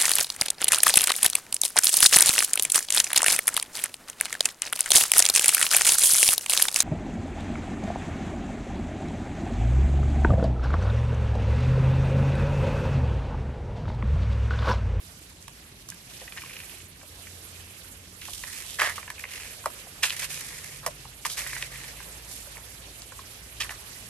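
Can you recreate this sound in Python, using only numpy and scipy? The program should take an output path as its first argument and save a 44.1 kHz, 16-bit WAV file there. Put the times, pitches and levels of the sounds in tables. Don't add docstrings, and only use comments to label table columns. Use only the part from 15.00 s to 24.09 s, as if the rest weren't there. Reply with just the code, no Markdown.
import sys
import numpy as np
from scipy import signal
from scipy.fft import rfft, irfft, next_fast_len
from scipy.io import wavfile

SR = 44100
rng = np.random.default_rng(int(sys.argv[2]) if len(sys.argv) > 2 else 0)


def master_out(mix):
    frames = np.transpose(np.atleast_2d(mix))
    ceiling = np.clip(frames, -1, 1)
    pcm = np.round(ceiling * 32767).astype(np.int16)
    wavfile.write(sys.argv[1], SR, pcm)


def gain_from_decibels(decibels):
    exponent = np.asarray(decibels, float) / 20
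    return 10 ** exponent


N = 400869


def curve(rows):
    s, *columns = np.transpose(rows)
    return [np.interp(np.arange(N) / SR, s, column) for column in columns]


def at_hz(points, hz):
    point_hz, values = np.transpose(points)
    return np.interp(np.log(hz), np.log(point_hz), values)


def rms_one(x):
    return x / np.sqrt(np.mean(x ** 2) + 1e-20)


def drift(rate_hz):
    step = 40
    warm_up = 2000
    r = np.exp(-2 * np.pi * rate_hz * step / SR)
    noise = rng.standard_normal(N // step + warm_up + 2)
    slow = signal.lfilter([1], [1, -2 * r, r * r], noise)[warm_up:]
    return np.interp(np.arange(N) / step, np.arange(len(slow)), rms_one(slow))


def band_pass(x, low_hz, high_hz):
    return signal.sosfilt(signal.butter(2, [low_hz, high_hz], "band", fs=SR, output="sos"), x)


def resonance(x, hz, width_hz):
    r = np.exp(-np.pi * width_hz / SR)
    feedback = [1, -2 * r * np.cos(2 * np.pi * hz / SR), r * r]
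    return signal.lfilter([(1 - r * r) / 2, 0, (r * r - 1) / 2], feedback, x + 1e-18)


def double_resonance(x, hz, width_hz):
    return resonance(resonance(x, hz, width_hz), hz, width_hz)


def treble(x):
    return band_pass(x, 4200, 11800)


def grains(per_s, spread_db):
    sizes = gain_from_decibels(spread_db * np.minimum(rng.exponential(1, N), 5)) * rng.choice([-1, 1], N)
    return sizes * (rng.random(N) < per_s / SR)


def banded_noise(spectrum, edges, patchy_db, together_db, side_db=0):
    # frequency in Hz, correlation of left and right.
    likeness = [(60, 1), (400, 0.87), (1200, 0.022), (3000, 0.011)]
    # frequency in Hz, factor on the left-right dB of the whole noise.
    lean = [(500, 0), (1500, 0.77), (4000, 0.73), (8000, 1.5), (13000, 5.5)]
    out, together = 0, drift(4.5)
    white = rng.standard_normal((2, 2, N))
    for k, (low, high) in enumerate(zip(edges, edges[1:])):
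        mid, side = band_pass(white[k % 2], low, high)
        hz = np.sqrt(low * high)
        alike = np.clip(at_hz(likeness, hz), -1, 1)
        lean_db = side_db * at_hz(lean, hz) * np.array([[.5], [-.5]])
        waver_db = patchy_db * drift(24) + together_db * together
        gain = gain_from_decibels(at_hz(spectrum, hz) + waver_db + lean_db)
        out = out + gain * (np.sqrt(1 + alike) * mid + np.sqrt(1 - alike) * side * [[1], [-1]])
    return rms_one(out)


def rustle():
    # time in seconds, level in dB, left-right dB before the lean per band.
    air = [(0.0, -46.5, -5.5), (0.33, -49, -3), (0.95, -48.5, -3.5), (1.3, -46, -4.5), (1.8, -47.5, -6.5),
           (1.96, -50.5, -3.5), (2.2, -45.5, -5), (3.1, -47.5, -5), (4.1, -44, -3.5), (4.9, -44, -5),
           (5.44, -43.5, -3), (6.15, -47, -4.5), (6.4, -43, -2.5), (7.1, -43, -4), (7.62, -44.5, -4.5),
           (8.5, -45.5, -4.5), (9.09, -43, -5)]
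    # frequency in Hz, relative density in dB per Hz.
    rustle_colour = [(240, -30), (400, 0), (625, -3.5), (1440, -4), (2380, -0.5), (3410, -2), (10600, -5.5),
                     (12800, -36.5), (13400, -21), (14000, -69)]
    level_db, side_db = curve(air)
    edges_hz = 400 * 2 ** np.arange(0, 5.3, .5)
    noise = banded_noise(rustle_colour, edges_hz, patchy_db=2.2, together_db=.7, side_db=side_db)
    return gain_from_decibels(level_db) * noise


def rumble():
    # frequency in Hz, relative density in dB per Hz.
    rumble_colour = [(15, -36), (25, -5), (54, 0), (84, -2), (161, -6.5), (216, -12.5), (281, 0),
                     (339, -14), (600, -42), (780, -45), (1320, -120)]
    edges_hz = [36, 50, 70, 100, 140, 190, 270, 400, 600]
    return gain_from_decibels(-53.5) * banded_noise(rumble_colour, edges_hz, patchy_db=2.0, together_db=-0.3)


def engines():
    # time in seconds, pitch in Hz, level in dB, octave relative to it in dB.
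    engine_paths = [
        [(0, 87.2, -55, -14), (1.2, 86.36, -76, 10), (2.3, 90.4, -55.5, -26), (2.9, 89.05, -59, -11),
         (5.3, 85.9, -62, -11)],
        [(4.9, 47.8, -89, 8), (6.0, 51.14, -57, -17), (7.2, 54.6, -52, -9.5), (9.09, 56.4, -58.5, 2)],
        [(4.2, 148.8, -79, -23), (5.4, 151.2, -59, -22), (6.2, 145, -63.5, -17), (7.2, 148.7, -63, -26)],
        [(5.0, 150, -91, -30), (6.0, 130, -55.5, -24), (7.0, 130, -58.5, -33)],
    ]
    out, t = 0, np.arange(N) / SR
    for rows in engine_paths:
        hz, level_db, octave_db = curve(rows)
        turns = np.cumsum(hz * (1 + 0.01163 * drift(3.04))) / SR
        phase = 2 * np.pi * turns + np.array([[.12], [-.12]])
        heard = (t >= rows[0][0]) & (t <= rows[-1][0])
        tone = np.sin(phase) + gain_from_decibels(octave_db) * np.sin(2 * phase)
        out = out + heard * np.sqrt(2) * gain_from_decibels(level_db + 2.9 * drift(2.7)) * tone
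    return out


def snaps():
    # start in seconds, peak in dB, centre of the ring in Hz.
    snap_rows = [(0.426, -31, 5500), (0.482, -30.5, 2500), (0.902, -15.5, 7300), (0.945, -31, 9000),
                 (1.379, -23, 2110), (3.216, -29, 3520), (3.8, -12, 2280), (5.033, -11, 2820),
                 (5.038, -8, 2930), (5.04, -12, 1600), (5.097, -15, 3100), (5.105, -12.5, 2900),
                 (5.863, -19.5, 2250), (5.865, -23, 1100), (6.251, -15, 1970), (6.625, -15.5, 2800),
                 (8.02, -23.5, 4650), (8.613, -20, 3000), (8.623, -20, 3270)]
    width_share = 0.77
    out = np.zeros(N + SR)
    chance = rng.random((len(snap_rows), 2))
    for (s, peak_db, hz), (lag, size) in zip(snap_rows, chance):
        clicks = np.zeros(SR // 50)
        clicks[0] = 1
        clicks[round((.0006 + .001 * lag) * SR)] = .6 * size
        sound = double_resonance(clicks, hz, width_share * hz)
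        i = round(s * SR)
        out[i:i + len(sound)] += gain_from_decibels(peak_db) * sound / np.abs(sound).max()
    return out[:N]


def taps():
    # start in seconds, peak of the body in dB, centre of the ring in Hz,
    # crack relative to that peak in dB.
    tap_rows = [(0.48, -35.5, 1100, 5), (0.888, -45, 1110, 18), (0.92, -35.5, 1640, -25),
                (1.215, -37.5, 527, -12), (1.278, -32.5, 1960, -22), (1.322, -27, 2500, -12),
                (1.383, -29.5, 1820, -16), (1.419, -31, 2310, -8), (1.436, -35, 1100, -16),
                (1.461, -34, 2250, -16), (1.496, -32, 2400, -16), (1.509, -33, 2300, -16),
                (1.538, -33, 2300, -16), (1.566, -32, 2350, -16), (1.602, -33, 2450, -16),
                (1.635, -34, 2450, -16), (1.695, -35, 2600, -16), (2.013, -38.5, 1600, -16),
                (2.03, -43, 560, 8), (2.27, -33, 2030, -14), (3.282, -33, 890, -16),
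                (3.436, -23.5, 1760, -5), (3.817, -11, 1800, -10), (3.98, -24.5, 1216, -18),
                (4.029, -28.5, 2100, -16), (4.078, -30, 1710, -15), (4.102, -25, 1750, 0.5),
                (4.181, -33.5, 2200, -12), (4.196, -33, 2350, -26), (4.239, -22, 2150, -20),
                (4.253, -29, 2200, -20), (4.333, -31, 2300, -16), (4.639, -34, 1075, -7),
                (4.658, -14, 1080, -2.5), (4.661, -24.5, 580, -30), (4.868, -40, 720, -7),
                (5.863, -21.5, 640, 10), (5.873, -25.5, 587, -38), (6.051, -36, 860, -9),
                (6.254, -20, 1100, -24), (6.3, -24.5, 3220, -2), (6.464, -25.5, 1870, -11),
                (6.501, -34, 1996, -9), (6.531, -23, 1938, -21), (6.565, -23, 1910, -36),
                (6.615, -30, 1890, -15), (6.626, -20, 2100, -5), (6.757, -29, 2270, -18),
                (6.841, -33, 1954, -16), (7.002, -31, 1620, -13), (7.47, -42.5, 580, -11),
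                (7.57, -30, 1840, -12), (7.578, -39, 895, 6), (8.12, -34, 1380, -4),
                (8.191, -32, 1100, -10), (8.605, -24, 2700, -11), (8.693, -25, 2380, -7)]
    # frequency in Hz, relative level in dB before distance and chance,
    # decay setting in seconds (the mode is 3 / decay Hz wide).
    sole_modes = [(396, 2.5, 0.013), (594, 7.5, 0.045), (717, 6, 0.023), (1017, 15, 0.0046),
                  (1386, 1.5, 0.0068), (1586, 5.5, 0.041), (1938, 15, 0.0042), (2350, 12.5, 0.015),
                  (2640, 5, 0.0096), (3270, 9.5, 0.0031)]
    contact_cycles = 12
    blow_share = .4
    ring_width = 0.16
    modes_db = 5.5
    out = np.zeros(N + SR)
    chance = rng.standard_normal((len(tap_rows), len(sole_modes)))
    t = np.arange(SR // 8) / SR
    for (s, peak_db, centre_hz, crack_db), dice in zip(tap_rows, chance):
        contact = rng.standard_normal(len(t)) * np.exp(-3 * t * centre_hz / contact_cycles)
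        contact[0] = blow_share * np.sqrt(np.sum(contact ** 2))
        modes = 0
        for (hz, level_db, decay_s), d in zip(sole_modes, dice):
            far_db = max(-13 * np.abs(np.log2(hz / centre_hz)), -16)
            struck = resonance(resonance(contact, hz, hz * .5), hz, hz * 0.56)
            mode = rms_one(resonance(struck, hz, 3.0 / decay_s))
            modes = modes + gain_from_decibels(level_db + far_db + 3 * d) * mode
        ring = double_resonance(t == 0, centre_hz, ring_width * centre_hz)
        body = ring / np.abs(ring).max() + gain_from_decibels(modes_db) * modes / np.abs(modes).max()
        crack = treble(contact)
        sound = body / np.abs(body).max() + gain_from_decibels(crack_db) * crack / np.abs(crack).max()
        i = round(s * SR)
        out[i:i + len(t)] += gain_from_decibels(peak_db) * sound
    return out[:N]


def strokes():
    # start in seconds, length in seconds, drag level in dB before swell
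    # and fall, fine grit relative to the drag in dB, centre of the rasp in Hz.
    scuff_rows = [(1.083, 0.15, -48.5, -1, 2730), (1.317, 0.5, -44, -7.5, 2470),
                  (1.359, 0.025, -38.5, -15, 1900), (3.207, 0.056, -36.5, -9.5, 2570),
                  (3.228, 0.31, -45.5, 3.5, 3230), (3.46, 0.07, -44, 2, 1500),
                  (3.514, 0.11, -38.5, 0, 2280), (3.606, 0.34, -43.5, -0.5, 2900),
                  (3.782, 0.096, -24, -13, 1820), (3.884, 0.031, -31, -8, 1700),
                  (3.947, 0.048, -37, -4, 2500), (4.185, 0.029, -41, -3, 2350),
                  (4.269, 0.27, -39.5, -6.5, 2350), (5.024, 0.011, -25, -7, 2250),
                  (5.028, 0.015, -19.5, -2.5, 2500), (5.05, 0.04, -30.5, -1.5, 2500),
                  (5.093, 0.014, -29, -12, 2600), (5.116, 0.026, -31.5, -2, 2180),
                  (5.161, 0.012, -30.5, -1.5, 2350), (5.189, 0.019, -30.5, -2.5, 2220),
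                  (5.214, 0.035, -29, -2.5, 2350), (5.285, 0.13, -35.5, 0.5, 2350),
                  (5.375, 0.4, -42, 0.5, 2090), (5.827, 0.018, -39, -12, 1100),
                  (6.249, 0.0082, -25, 1.5, 2340), (6.29, 0.048, -33, -2.5, 4000),
                  (6.366, 0.053, -30, 0, 2170), (6.415, 0.25, -37, -2, 2100),
                  (6.709, 0.19, -40, -7.5, 2100), (6.95, 0.094, -45, -18, 2200),
                  (7.268, 0.14, -60.5, 19.5, 2450), (7.551, 0.015, -48, -17, 1100),
                  (8.598, 0.03, -26, -12, 2580), (8.634, 0.018, -39, 2, 800),
                  (8.703, 0.01, -31, -4.5, 1490)]
    rise_s, rise_share = 0.0039, 0.16
    sag_db, lift_db_per_s = 5.5, 522
    t = np.arange(N) / SR
    drag, grit, pitch = np.full((3, N), 1e-12)
    for s, length, drag_db, grit_db, hz in scuff_rows:
        swell = np.clip((t - s) / (rise_s + rise_share * length), 0, 1)
        sag = sag_db * np.clip((t - s) / length, 0, 1)
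        lift = lift_db_per_s * np.maximum(t - s - length, 0)
        power = (swell * gain_from_decibels(drag_db - (sag + lift))) ** 2
        drag = drag + power
        grit = grit + power * gain_from_decibels(2 * grit_db)
        pitch = pitch + power * np.log(hz)
    return np.sqrt(drag), np.sqrt(grit), np.exp(pitch / drag)


def scuffs():
    # frequency in Hz, width of each filter stage in Hz, relative level
    # in dB at the rasp centre.
    drag_bands = [(560, 300, 5.5), (1100, 560, -0.5), (1815, 460, -0.5), (2100, 780, -2.5), (2500, 1180, 0),
                  (3000, 1250, 0.5), (4100, 7000, 4)]
    drag_gain, grit_gain, centre_hz = strokes()
    hard = np.clip(drag_gain / gain_from_decibels(-30), 0, 1)
    phase = np.cumsum(105.9 * gain_from_decibels(2.8 * drift(28.4)) / SR) % 1
    judder = .45 + 1.6 * np.sin(np.pi * phase ** .6) ** 2
    clump_fade = np.exp(-1 / (.003 * SR))
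    clumps = .9 + rms_one(signal.lfilter([1], [1, -clump_fade], np.abs(grains(100, 1.5))))
    crackle = rms_one(grains(1000, 2.7) * clumps)
    rubbing = rms_one(grains(7000, 1.0))
    own = rms_one(np.array([grains(3000, 0.39) for side in "LR"]))
    light_clicks = (1 - hard) * (.9 * crackle + .2 * rubbing)
    hard_clicks = hard * judder * rubbing
    clicks = light_clicks + hard_clicks + .6 * own * rms_one(clumps)
    drag, power = 0, 0
    for k, (hz, width_hz, level_db) in enumerate(drag_bands):
        far_db = (19 - 7.4 * hard) * np.abs(np.log2(hz / centre_hz))
        share = gain_from_decibels(level_db - far_db)
        band = double_resonance(clicks, hz, width_hz)
        drag = drag + (-1) ** k * share * rms_one(band)
        power = power + share ** 2
    grit = treble(0.33 * crackle + 0.051 * rubbing + own * clumps ** 0.57)
    return drag_gain * drag / np.sqrt(power) + grit_gain * rms_one(grit)


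def two_ports(x):
    # frequency in Hz, left-right dB.
    tilt = [(300, 3), (1000, 0.5), (3000, -1), (5000, 1), (8000, -4), (13000, -11)]
    # delay left in seconds, delay right in seconds, level in dB.
    echo_rows = [(0.01, .014, -11), (0.024, 0.021, -18.5), (0.043, 0.047, -21.5)]
    size = next_fast_len(N + SR)
    hz = np.maximum(np.fft.rfftfreq(size, 1 / SR), 1)
    half = gain_from_decibels(at_hz(tilt, hz) / 2)
    turn = -2j * np.pi * hz
    dull = 1 / (1 + 1j * hz / 8000)
    left_echoes = dull * sum(gain_from_decibels(db) * np.exp(turn * left_s) for left_s, right_s, db in echo_rows)
    right_echoes = dull * sum(gain_from_decibels(db) * np.exp(turn * right_s) for left_s, right_s, db in echo_rows)
    left = half * (1 + left_echoes)
    right = (np.exp(turn * .00005) + right_echoes) / half
    return irfft(rfft(x, size) * np.array([left, right]), size)[:, :N]


def scene():
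    # time in seconds, left-right dB on top of the microphones' own.
    step_side = [(0.4, -7), (1.3, 0), (3.7, -3.5), (4.7, -1), (9.0, -2.5)]
    background = rustle() + rumble() + engines()
    side_db, = curve(step_side)
    steps = two_ports(snaps() + taps() + scuffs()) * gain_from_decibels(side_db * np.array([[.5], [-.5]]))
    return steps + background


def top_cut(x):
    return signal.sosfilt(signal.butter(12, 14260, fs=SR, output="sos"), x)


def record(dry):
    low_cut = signal.butter(4, 38, "high", fs=SR, output="sos")
    high_cut = signal.cheby2(14, 45, 13440, fs=SR, output="sos")
    mix = signal.sosfilt(high_cut, signal.sosfilt(low_cut, dry))
    return top_cut(mix)


dry = scene()
out = record(dry)
master_out(out)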